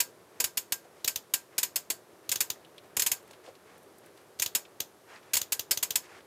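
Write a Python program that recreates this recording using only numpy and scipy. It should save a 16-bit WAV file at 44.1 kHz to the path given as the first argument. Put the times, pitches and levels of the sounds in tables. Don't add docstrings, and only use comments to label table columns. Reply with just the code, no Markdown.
import sys
import numpy as np
from scipy import signal
from scipy.fft import rfft, irfft
from scipy.io import wavfile
from scipy.ndimage import uniform_filter1d

SR = 44100
rng = np.random.default_rng(int(sys.argv[2]) if len(sys.argv) > 2 else 0)


def rack_gain(trim_db):
    fader = np.asarray(trim_db, float)
    return 10 ** (fader / 20)


def wav_record(signal):
    frames = np.transpose(np.atleast_2d(signal))
    bounded = np.clip(frames, -1, 1)
    quanta = np.round(bounded * 32767).astype(np.int16)
    wavfile.write(sys.argv[1], SR, quanta)


N = 276106
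CLICK_SAMPLES = 12000

# start in seconds, peak in dB, scatter of the landings in ms,
# weight of the board's lows in dB.
BANK_EVENTS = [(0.0024, -10, 10.8, -5.5), (0.401, -11.5, 8.6, 4), (0.441, -12, 6.6, -1.5),
               (0.572, -13.5, 9.6, -1.5), (0.7221, -12.5, 6.8, -0.5), (1.0766, -11, 7.7, -4),
               (1.3371, -9, 6.3, -1.5), (1.5806, -12, 8.4, -1), (1.6304, -12, 7.1, -4),
               (1.7584, -13, 8.6, -1), (1.9013, -14, 8.8, 2.5), (2.316, -12.5, 10.8, -2),
               (2.4052, -10, 8.9, -0.5), (2.967, -13, 6.8, 5.5), (2.9952, -11.5, 8.7, -13),
               (3.0203, -12, 5.2, -3.5), (3.063, -12, 10.5, -4), (3.1158, -11, 5.3, -0.5),
               (4.4202, -12, 9.3, -9), (4.55, -10.5, 10.4, 0.5), (5.3344, -12, 10.8, -5),
               (5.3532, -15, 4.1, 1.5), (5.3675, -10.5, 9, -2.5), (5.5212, -13, 10.3, 0),
               (5.7097, -9, 10.8, -0.2), (5.827, -12.5, 10.8, -0.5), (5.956, -9, 8.5, -1)]
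# pitch in Hz, width in Hz, level over the dense ring in dB.
BOARD_RINGS = [
    (971, 37, 4.5),
    (1588, 11.8, 6),
    (2650, 35, -22),
    (4520, 50, 5.5),
    (5180, 170, 5),
    (6690, 310, -2.5),
    (8010, 270, -4.5),
    (9510, 87, 4.8),
    (11950, 770, -4),
]
# frequency in Hz, level in dB per Hz.
BANK_SPECTRUM = [(150, -19.5), (400, -13), (1300, -13), (2500, -2.5), (4000, -4.5), (5500, -6.5), (7300, 2),
                 (8800, -4.5), (11500, -4), (15300, -3), (16000, -50), (17000, -35)]


def banks():
    out = np.zeros(N)
    t = np.arange(CLICK_SAMPLES) / SR
    count = len(BOARD_RINGS)
    for s, peak_db, scatter_ms, low_db in BANK_EVENTS:
        uneven = rack_gain(2.5 * np.interp(t / 0.0007, np.arange(40), rng.standard_normal(40)))
        touches = swell(t, scatter_ms / 1e3, rise_s=0.0013, fall_s=0.0028) * uneven
        touches = touches * np.exp(-t / 0.023)

        shifts = 1 + 0.007 * rng.standard_normal(count)
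        modes = [(hz * shift, width, db) for (hz, width, db), shift in zip(BOARD_RINGS, shifts)]
        carrier = rng.standard_normal(CLICK_SAMPLES)
        strengths_db = rng.normal(0, 1.75, count)
        click = body(touches, carrier, modes, BANK_SPECTRUM, strengths_db, thump_db=-24.5)

        balance_db = np.array([low_db, 0.94 + 0.11 * low_db, 0])
        click = rack_gain(balance_db) @ split(click, [1400, 3600])

        armature_hz = 11700 * (1 + 0.082 * np.clip(rng.standard_normal(), -2, 2))
        click = click + rack_gain(-3.0) * resonance(click, armature_hz, width_hz=290)
        add(out, rack_gain(peak_db - 11) * click, s - 0.0008)
    return out


# start in seconds, peak in dB.
LONE_EVENTS = [(1.045, -17.5), (1.1589, -17.5), (2.2922, -18.5), (2.357, -18), (2.5015, -17),
               (4.397, -17.5), (4.4608, -18.5), (4.803, -17), (5.415, -18), (5.5938, -18), (5.773, -17.5),
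               (5.906, -17.5)]
# pitch in Hz, width in Hz, level over the dense ring in dB.
LONE_RINGS = [(1590, 19, 4), (2640, 60, -20), (3580, 1300, 3), (4780, 110, 2), (5460, 200, 2),
              (6200, 170, 9), (6920, 330, 12.5), (8300, 360, 10.5), (9670, 230, 3), (12800, 420, 6.5),
              (14100, 410, 5)]
# frequency in Hz, level in dB per Hz.
LONE_SPECTRUM = [(150, -15), (400, -10.5), (1200, -11), (2200, -11), (2900, -7.5), (6500, -8),
                 (8600, -14.5), (10500, -10), (12000, -8), (15300, -9.5), (16000, -26), (17000, -38)]


def lone_relay():
    out = np.zeros(N)
    t = np.arange(CLICK_SAMPLES) / SR
    lift_off = rack_gain(-17) * (t < 0.002)
    landing = swell(np.maximum(t - 0.0012, 0), 0.0037, rise_s=0.0003, fall_s=0.0014)
    touches = landing + lift_off
    habit = rng.standard_normal(CLICK_SAMPLES)
    habit /= np.sqrt(uniform_filter1d(habit ** 2, size=24))
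    for s, peak_db in LONE_EVENTS:
        carrier = habit + 0.7 * rng.standard_normal(CLICK_SAMPLES)
        strengths_db = rng.normal(0, 1.7, len(LONE_RINGS))
        click = body(touches, carrier, LONE_RINGS, LONE_SPECTRUM, strengths_db, thump_db=-22)
        add(out, rack_gain(peak_db - 10.5) * click, s - 0.0014)
    return out


def body(touches, carrier, modes, spectrum, strengths_db, thump_db):
    edges = 250 * 2.0 ** np.arange(6)
    centres = (*edges / np.sqrt(2), 12000)
    powers = [signal.fftconvolve(touches ** 2, afterglow(hz))[:len(touches)] for hz in centres]
    envelopes = np.sqrt(np.maximum(powers, 0))
    dense = colour(np.sum(split(carrier, edges) * envelopes, axis=0), spectrum)

    click = dense.copy()
    for (hz, width, db), extra_db in zip(modes, strengths_db):
        click += rack_gain(db + extra_db) * resonance(dense, hz, width)

    thump = band(band(touches ** 2, 68, 460), 63, 750)
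    knock = band(touches * carrier, 270, 1700)
    low = thump / np.abs(thump).max() + 0.34 * knock / np.abs(knock).max()
    return click / np.std(click[:384]) + rack_gain(thump_db) * low


# frequency in Hz, seconds for the chassis to fall 60 dB,
# seconds for the room to fall 60 dB, level of the room in dB.
DECAY = [
    (150, 0.028, 0.62, -74),
    (600, 0.27, 0.14, -7),
    (2210, 0.075, 0.3, -18),
    (6760, 0.09, 0.18, -6.5),
    (14900, 0.073, 0.17, -10.5),
]
# delay in ms, level in dB.
WALLS = [
    (8.5, -11),
    (14.5, -6),
    (21.5, -48),
    (30.5, -19.5),
]


def afterglow(hz):
    t = np.arange(CLICK_SAMPLES) / SR
    chassis_t60, room_t60, room_db = (at_hz(DECAY, hz, column=c) for c in (1, 2, 3))
    walls = np.zeros(CLICK_SAMPLES)
    for ms, db in WALLS:
        late_s = t - ms / 1e3
        walls += rack_gain(2 * db) * (late_s > 0) * np.exp(-np.abs(late_s) / 0.00048)
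    chassis = rack_gain(-120 * t / chassis_t60)
    room = rack_gain(2 * room_db - 120 * t / room_t60)
    return (t == 0) + rack_gain(2 * -29) * (chassis + room + 1.8 * walls)


# start in seconds, peak in dB, pitch in Hz, breadth in octaves.
FINGER_TICKS = [(2.5584, -50, 1790, 0.61), (2.6479, -44, 3240, 0.61), (2.7804, -40, 3250, 0.75),
                (3.3099, -40.5, 2850, 2.8), (3.3323, -44, 2700, 1.2), (3.4628, -47, 3460, 0.75),
                (3.5526, -47, 3320, 1.4), (4.175, -51.5, 2880, 1.4), (4.39, -35, 4860, 2),
                (4.6513, -46, 2830, 1), (5.1, -55, 2220, 1.1), (5.1594, -47, 3500, 1.3),
                (5.2295, -50, 2560, 2.4), (6.2054, -46.5, 3260, 0.86)]


def fingertips():
    out = np.zeros(N)
    for s, peak_db, hz, octaves in FINGER_TICKS:
        add_scuff(out, s, peak_db, hz, octaves, fall_ms=6.3)
    return out


# start in seconds, peak in dB.
PEELS = [(2.6494, -57), (2.7796, -51), (2.8594, -59), (3.2266, -53), (3.2764, -53), (3.3106, -50),
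         (3.331, -53), (3.7798, -52), (3.8294, -54), (3.9244, -57), (3.9833, -49.5), (4.0607, -49),
         (4.1734, -53), (4.2144, -58)]


def peeling_skin():
    out = np.zeros(N)
    for s, peak_db in PEELS:
        add_scuff(out, s, peak_db, hz=11000, octaves=1, fall_ms=5.3)
    return out


# start in seconds, peak in dB.
BENCH_KNOCKS = [
    (0.852, -48.5),
    (0.962, -49),
    (2.558, -50),
    (2.649, -68),
    (2.841, -52),
    (3.308, -48),
    (3.477, -40.5),
    (3.487, -46),
]


def bench_knocks():
    out = np.zeros(N)
    for s, peak_db in BENCH_KNOCKS:
        add_scuff(out, s, peak_db, hz=580, octaves=0.83, fall_ms=17)
    return out


def add_scuff(track, s, peak_db, hz, octaves, fall_ms):
    t = np.arange(4096) / SR
    scuff = swell(t, 0, rise_s=0.0012, fall_s=fall_ms / 1080.0) * rng.standard_normal(len(t))
    half = 2 ** (octaves / 2)
    scuff = band(scuff, hz / half, min(hz * half, 13200))
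    add(track, rack_gain(peak_db + 0.5) * scuff / np.abs(scuff).max(), s - 0.0012)


# start in seconds, length in seconds, level in dB,
# bright part against that level in dB.
STROKES = [(0.3, 0.11, -64.5, -7), (0.834, 0.021, -65, -3), (0.945, 0.07, -64.5, -2),
           (1.498, 0.074, -61.5, -11), (2.22, 0.048, -64, -6), (2.83, 0.021, -64, -5),
           (3.23, 0.12, -65.5, -2), (3.424, .065, -59.5, -1), (3.623, 0.15, -61.5, -8.5),
           (4.023, 0.052, -61.5, -7), (4.143, 0.074, -65.5, -4), (5.055, 0.12, -52.5, -8.5),
           (5.207, 0.11, -62.5, -6), (6.022, 0.037, -56.5, -3), (6.058, 0.13, -54.5, -7.5)]


def rustle():
    t = np.arange(SR // 2) / SR
    dull_level, bright_level = np.zeros(N), np.zeros(N)
    for s, length_s, db, bright_db in STROKES:
        stroke = swell(t, length_s, rise_s=0.28 * length_s, fall_s=0.018)
        add(dull_level, rack_gain(db) * stroke, s)
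        add(bright_level, rack_gain(db + bright_db) * stroke, s)
    grains = rack_gain(7.3 * np.minimum(rng.exponential(1, (2, N)), 4)) * rng.choice([-1, 1], (2, N))
    dull = rms_one(band(band(grains[0], 610, 2700), 450, 2640))
    bright = rms_one(band(band(grains[1], 1700, 7500), 1520, 15000))
    return dull_level * dull + bright_level * bright


# frequency in Hz, level in dB per Hz.
AIR_SPECTRUM = [(18, -98), (32, -43), (90, -11), (240, -11.5), (295, -9), (362, -2.5), (520, -6),
                (625, -7.5), (816, -12.5), (1210, -14), (2700, -23), (11500, -23.5), (14500, -29.5),
                (16200, -41)]
# time in seconds, level in dB.
VENTILATION = [
    (0.0, -58),
    (1.5, -59),
    (3.2, -56.5),
    (4.8, -58.5),
    (6.26, -57),
]


def room_tone():
    t = np.arange(N) / SR
    air = colour(rng.standard_normal(N), AIR_SPECTRUM)
    air = air / np.std(band(air, 167, 2300))
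    waver = np.interp(t * 14, np.arange(100), rng.standard_normal(100))
    hum = band(air, 30, 4750)
    hiss = air - hum
    level = rack_gain(np.interp(t, *np.transpose(VENTILATION)))
    return hum * level * rack_gain(0.4 * waver) + hiss * rack_gain(-61.0)


def swell(t, hold_s, rise_s, fall_s):
    return (1 - np.exp(-(t / rise_s) ** 2)) * np.exp(-np.maximum(t - hold_s, 0) / fall_s)


def add(track, sound, s):
    at = max(round(s * SR), 0)
    track[at:at + len(sound)] += sound[:N - at]


def rms_one(x):
    return x / np.sqrt(np.mean(x ** 2) + 1e-20)


def at_hz(points, hz, column=1):
    points = np.array(points)
    return np.interp(np.log(hz), np.log(points[:, 0]), points[:, column])


def band(x, low_hz, high_hz):
    edges = [low_hz, min(high_hz, 0.45 * SR)]
    return signal.sosfilt(signal.butter(2, edges, "band", fs=SR, output="sos"), x)


def split(x, edges_hz):
    lows = [signal.sosfilt(signal.butter(2, hz, fs=SR, output="sos"), x) for hz in edges_hz]
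    return np.diff([0 * x, *lows, x], axis=0)


def colour(x, spectrum):
    hz = np.maximum(np.fft.rfftfreq(4096, 1 / SR), 1)
    cepstrum = irfft(np.log(rack_gain(at_hz(spectrum, hz))))
    cepstrum[1:2048] *= 2
    cepstrum[2049:] = 0
    return signal.fftconvolve(x, irfft(np.exp(rfft(cepstrum))))[:len(x)]


def resonance(x, hz, width_hz):
    r = np.exp(-np.pi * width_hz / SR)
    feedback = [1, -2 * r * np.cos(2 * np.pi * hz / SR), r * r]
    return signal.lfilter(np.array([1, 0, -1]) * (1 - r * r) / 2, feedback, x)


def scene():
    relays = banks() + lone_relay()
    hands = fingertips() + peeling_skin() + bench_knocks() + rustle()
    return (relays + hands + room_tone())[None]


def low_pass(x):
    return signal.sosfilt(signal.butter(12, 16800, fs=SR, output="sos"), x)


def record(dry):
    mic = signal.sosfilt(signal.butter(2, 55, "high", fs=SR, output="sos"), dry)
    mic = signal.sosfilt(signal.ellip(7, 0.5, 27, 15900, fs=SR, output="sos"), mic)
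    mic = 0.5 * np.tanh(mic / 0.5)
    return low_pass(mic)


dry = scene()
out = record(dry)
wav_record(out)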